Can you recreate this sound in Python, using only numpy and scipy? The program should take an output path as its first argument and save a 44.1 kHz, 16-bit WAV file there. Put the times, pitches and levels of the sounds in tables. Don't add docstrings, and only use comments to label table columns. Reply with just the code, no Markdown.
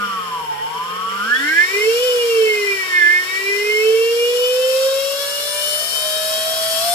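import sys
import numpy as np
from scipy import signal
from scipy.fft import rfft, irfft, next_fast_len
from scipy.io import wavfile
from scipy.ndimage import uniform_filter1d, map_coordinates

SR = 44100
rng = np.random.default_rng(int(sys.argv[2]) if len(sys.argv) > 2 else 0)


def put_to_file(sound):
    columns = np.atleast_2d(sound).T
    safe = np.clip(columns, -1, 1)
    whole_steps = np.round(safe * 32767)
    wavfile.write(sys.argv[1], SR, whole_steps.astype(np.int16))


N = 306054

REFERENCE_HZ = 640
# frequency_hz, left_over_right_db
LEAN = [(80, 1), (400, -2.5), (1200, -0.5), (2300, 4), (4400, 6), (8000, 3), (14000, 9.5)]


def amp(db):
    return 10 ** (np.asarray(db) / 20)


def unit(x):
    return x / np.sqrt(np.mean(x ** 2) + 1e-20)


def along(points, hz):
    table_hz, values = np.transpose(points)
    return np.interp(np.log(hz + 1), np.log(table_hz), values)


def curve(points):
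    times_s, values = np.transpose(points)
    return np.interp(np.arange(N) / SR, times_s, values)


def wobble(rate):
    coarse = np.arange(0, N + 32, 32)
    points = rng.standard_normal(int(N * rate / SR) + 4)
    smooth = map_coordinates(points, [coarse * rate / SR])
    return np.interp(np.arange(N), coarse, smooth)


def filtered(x, response):
    size = next_fast_len(N + SR // 4)
    shaped = rfft(x, size) * response(np.fft.rfftfreq(size, 1 / SR))
    return irfft(shaped, size)[..., :N]


def resonance(f, centre_hz, width_hz):
    damping = 1j * f * width_hz
    return damping / (centre_hz ** 2 - f * f + damping)


def pan(db):
    gains = amp(np.array([db, -db]) / 2)
    return gains / np.sqrt(np.mean(gains ** 2, axis=0))


def tone(turns):
    return np.sqrt(2) * np.sin(2 * np.pi * turns)


def echoes(x, decay):
    hz, t, bands = signal.stft(rng.standard_normal((2, SR // 2)), SR, nperseg=256)
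    fade = amp(-60 * t / along(decay, hz)[:, None])
    tail = signal.istft(bands * fade, SR, nperseg=256)[1]
    tail = tail / np.linalg.norm(tail[0])
    return signal.fftconvolve(np.atleast_2d(x), tail, axes=1)[:, :N]


def in_room(x, wet_db):
    # frequency_hz, fade_by_60_db_s
    workshop = [(200, 0.28), (1500, 0.24), (10000, 0.045)]
    wet = amp(wet_db)
    return (x + wet * echoes(x, workshop)) / np.hypot(1, wet)


def hum(turns, pitch):
    # hum_pitch_hz, level_db, left_over_right_db
    gearbox = [(159.0, -49.5, -3.0), (191.0, -44.0, -9.0), (207.0, -36.5, 5.0), (248.0, -42.5, -10.5),
               (288.0, -28.5, 0.0), (376.0, -43.5, 7.5), (397.0, -24.0, -0.5), (424.0, -20.5, -5.5),
               (442.0, -12.0, -4.5), (469.0, -18.0, -1.0), (533.0, -16.0, -2.5), (551.0, -22.0, 8.5),
               (569.0, -30.0, -7.5), (605.0, -30.5, 3.0), (611.0, -46.0, -6.5), (621.0, -27.0, -7.5),
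               (695.0, -20.5, -0.0)]
    hz, levels_db, leans_db = np.transpose(gearbox)
    ring_lag_s = 0.008
    t = np.arange(N) / SR
    ringing_hz = np.interp(t - ring_lag_s, t, pitch)
    level_db = np.interp(ringing_hz, hz, levels_db) + 0.89 * wobble(40)
    lean_db = np.interp(ringing_hz, hz, leans_db)
    shaken = turns + 0.0045 * wobble(60)
    left_and_right = tone(np.array([shaken - 0.08, shaken]))
    return amp(level_db) * pan(lean_db) * left_and_right


def off_walls(x):
    delays = [.00292, .00338, .00796, .00838, .0088]
    gain = 0.18
    return filtered(x, lambda f: 1 + gain * sum(np.exp(-2j * np.pi * f * s) for s in delays))


def arrival(f):
    # frequency_hz, phase_radians
    lead = [(400, 0.63), (1000, 1.45), (2000, 1.37), (3300, 2.06), (4600, 1.1), (9000, 1.17)]
    return np.exp(np.array([[1], [-1]]) * 1j * along(lead, f) / 2)


def casing_ring(x):
    # centre_hz, width_hz
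    casing_mode = (1720, 70)
    left_right = np.array([[1.0], [4.2]])
    return filtered(x, lambda f: left_right * resonance(f, *casing_mode))


def whine(turns, pitch):
    # frequency_hz, level_db
    fifth = [(720, -46), (1350, -35.5), (1550, -22.5), (1730, -21.5), (1830, -26), (2130, -24), (2300, -35),
             (2700, -39), (3020, -28.5), (3500, -32)]
    sixth = [(900, -25.5), (1130, -27.5), (2150, -22), (2560, -32.5), (2980, -27), (3120, -35.5),
             (3450, -33), (4200, -36)]
    seventh = [(1000, -41), (1450, -29), (1700, -23.5), (2230, -28), (2650, -41), (3000, -33.5),
               (3900, -39), (4900, -40)]
    shaken = turns + 0.0072 * wobble(90)

    def fluttering(order, db):
        return amp(db + 1.26 * wobble(70)) * tone(order * shaken)

    def swept(order, strength):
        return fluttering(order, along(strength, order * pitch))

    def wall_response(f):
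        rib = 1 + 0.5 * resonance(f, centre_hz=3044, width_hz=220)
        return rib * pan(along(LEAN, f)) * arrival(f)

    def cover_response(f):
        upper_mode = resonance(f, centre_hz=3540, width_hz=250)
        lower_mode = 0.5 * resonance(f, centre_hz=1860, width_hz=66)
        return (upper_mode + lower_mode) * pan(along(LEAN, f))

    odd_force = swept(order=5, strength=fifth) + swept(order=7, strength=seventh)
    odd = filtered(off_walls(odd_force), wall_response)
    even = filtered(off_walls(swept(order=6, strength=sixth)), wall_response)
    overtones = fluttering(order=10, db=-37.5) + fluttering(order=13, db=-35)
    upper = filtered(amp(4.8 * wobble(25.1)) * overtones, cover_response)
    return in_room(odd + even + upper, wet_db=-7) + casing_ring(odd)


def bearings(turns, speed):
    orders = [.9, 1.1, 1.61, 1.69, 2, 2.07, 2.17, 2.25, 2.49, 2.72, 3, 3.4, 3.83, 4, 4.69, 4.79, 4.89, 5.17,
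              6.93, 7.51]
    levels_db = [-46, -39, -56.5, -46.5, -48, -46.5, -57.5, -57.5, -50, -48, -43.5, -52, -54, -42, -51, -45,
                 -47, -39, -45, -42]
    # frequency_hz, gain_db
    housing = [(380, -8), (445, 7), (520, 2.5), (600, -10.5), (700, -3.5), (790, -7.5), (920, -14.5),
               (1000, 1.5), (1080, 2.5), (1400, -4), (2500, -3.5)]
    named = 0
    for order, db in zip(orders, levels_db):
        named = named + amp(db + 3.2 * wobble(9)) * tone(order * turns + 0.11 * wobble(25))
    thicket = 0
    for weak, where, phase in rng.random(size=(36, 3)):
        thicket = thicket + amp(-8 * weak) * tone((2 + 12 * where) * turns + phase)
    driven = (named + amp(-47) * thicket) * speed ** 1.47
    tones = filtered(driven, lambda f: amp(along(housing, f)))
    return in_room(tones, wet_db=1.0) + amp(-3) * casing_ring(tones)


def inverter(turns, pitch):
    # switching_hz, multiple_of_hum_pitch_added
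    main_band = (10000, -1.5)
    # whistle_hz, level_db
    flare = [(8950, -31), (9040, -36), (9115, -27), (9175, -48), (9210, -46), (9480, -55), (9575, -45),
             (9690, -56), (9790, -54)]
    # switching_hz, multiple_of_hum_pitch_added
    faint_bands = [(10000, -2.5), (10000, .5), (10000, 1.5), (10000, 2.5), (16100, -1), (16100, -2)]
    faint_db = [-45, -54, -46, -46, -51, -50]
    t = np.arange(N) / SR

    def sideband(switching_hz, multiple):
        return amp(1.4 * wobble(14)) * tone(switching_hz * t + multiple * turns)

    switching_hz, multiple = main_band
    main = amp(along(flare, switching_hz + multiple * pitch)) * sideband(*main_band)
    faint = sum(amp(db) * sideband(*band) for band, db in zip(faint_bands, faint_db))
    faint = faint * (pitch / REFERENCE_HZ) ** 1.5
    steady = amp(-56) * tone(12080 * t)
    return in_room(filtered(main + faint + steady, arrival), wet_db=-8)


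def rush(colour, ring_t60, own_db):
    # frequency_hz, likeness
    alike = [(100, 0.97), (450, 0.77), (1000, 0), (3000, 0), (14000, 0.14)]
    lowest_hz, highest_hz = colour[0][0], colour[-1][0]
    rung = echoes(rng.standard_normal(N), [(1000, ring_t60)])
    pair = rung + amp(own_db) * rng.standard_normal((2, N))

    def mid_side_response(f):
        below = 1 + (lowest_hz / (f + 1)) ** 40
        above = 1 + (f / highest_hz) ** 40
        skirts = 1 / np.sqrt(below * above)
        angle = np.arccos(np.clip(along(alike, f), -1, 1)) / 2
        return amp(along(colour, f)) * skirts * np.array([np.cos(angle), np.sin(angle)])

    mid, side = filtered(pair, mid_side_response)
    return unit(np.array([mid + side, mid - side]))


def running_noise(turns, pitch):
    # frequency_hz, density_db_per_hz
    churn_colour = [(200, -30), (360, -23), (450, -22), (560, -14.5), (760, -12.5), (1050, -8.5),
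                    (1450, -3.5), (2000, -8), (2650, -10.5), (3000, 2), (3500, -10)]
    rasp_colour = [(3600.0, -5), (4000.0, -10.5), (4450.0, -1.5), (4850.0, -10), (5450.0, 2.5),
                   (5900.0, -12.5), (6250.0, -12.5), (6900.0, -10), (7400.0, -5.5), (8200.0, -26.5)]
    hiss_colour = [(8200, 4), (8700, -7), (9150, 2.5), (10000, -5), (10700, -0.5), (11400, 1.5),
                   (12000, -1), (12800, 0.5), (13600, -8), (14600, -2.5), (15100, -10)]
    # time_s, level_db
    churn_level = [(0, -29.5), (.45, -33.5), (1.44, -29), (2.3, -32.5), (3.04, -31), (4.3, -35.5),
                   (6, -32.5), (6.93, -29)]
    full_hz_per_s = 370
    speed = pitch / REFERENCE_HZ
    pull = np.clip(np.gradient(pitch) * SR / full_hz_per_s, 0, 1)
    torque = uniform_filter1d(pull ** 2, size=8000)
    rasp_db = -26.5 + 8 * np.log2(speed) + 2.5 * torque
    hiss_rest_db, hiss_reference_db = -51.5, -28
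    hiss_db = hiss_rest_db + (hiss_reference_db - hiss_rest_db) * speed ** 1.3 + 2 * torque
    shaft = turns / 10
    throb_db = 0.24 * tone(shaft) + 0.5 * wobble(45) + 0.45 * wobble(12)
    churn = amp(curve(churn_level)) * rush(churn_colour, ring_t60=0.1, own_db=-6.5)
    rasp = amp(rasp_db) * rush(rasp_colour, ring_t60=0.087, own_db=-3)
    hiss = amp(hiss_db) * rush(hiss_colour, ring_t60=0.059, own_db=-6.5)
    return amp(throb_db) * (churn + rasp + hiss)


def background():
    # time_s, level_db
    rumble_level = [(0.0, -53), (1.3, -56.5), (4.5, -59.5), (6.2, -53.5), (6.94, -47.5)]
    # frequency_hz, density_db_per_hz
    rumble_colour = [(15, -48), (25, -33), (54, -5.5), (100, -2.5), (167, -3), (231, -3.5), (275, -4),
                     (330, -8.5), (430, -41), (730, -120)]
    # time_s, level_db
    drone_level = [(0, -43), (1.3, -42), (2.5, -48.5), (5, -46.5), (6.9, -50)]
    # centre_hz, width_hz
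    boom_mode = (458.5, 39)

    def drone_response(f):
        return resonance(f, *boom_mode) / np.hypot(1, (f - boom_mode[0]) / 90)

    rumble = amp(curve(rumble_level)) * rush(rumble_colour, ring_t60=0.04, own_db=4.0)
    drone = unit(filtered(rng.standard_normal(N), drone_response))
    return rumble + amp(curve(drone_level)) * drone


def scene():
    # time_s, hum_pitch_hz
    speed_path = [(0.0, 207.2), (0.563, 141.5), (0.811, 168.7), (1.212, 201.7), (1.551, 330.1),
                  (2.046, 504.5), (2.515, 426.4), (3.045, 344.9), (3.636, 414.9), (4.181, 471.9),
                  (4.803, 528.6), (5.287, 568.9), (5.858, 609.8), (6.303, 635.2), (6.791, 654.0),
                  (6.859, 685.0), (6.94, 703.0)]
    pitch = uniform_filter1d(curve(speed_path), size=1200, mode="nearest")
    turns = np.cumsum(pitch) / SR
    rest = bearings(turns, pitch / REFERENCE_HZ) + inverter(turns, pitch)
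    rest = rest + running_noise(turns, pitch) + background()
    leaning = filtered(rest, lambda f: pan(along(LEAN, f)))
    return hum(turns, pitch) + whine(turns, pitch) + leaning


def record(dry):
    top_hz = 15500
    return filtered(dry, lambda f: f < top_hz)


dry = scene()
out = record(dry)
put_to_file(out)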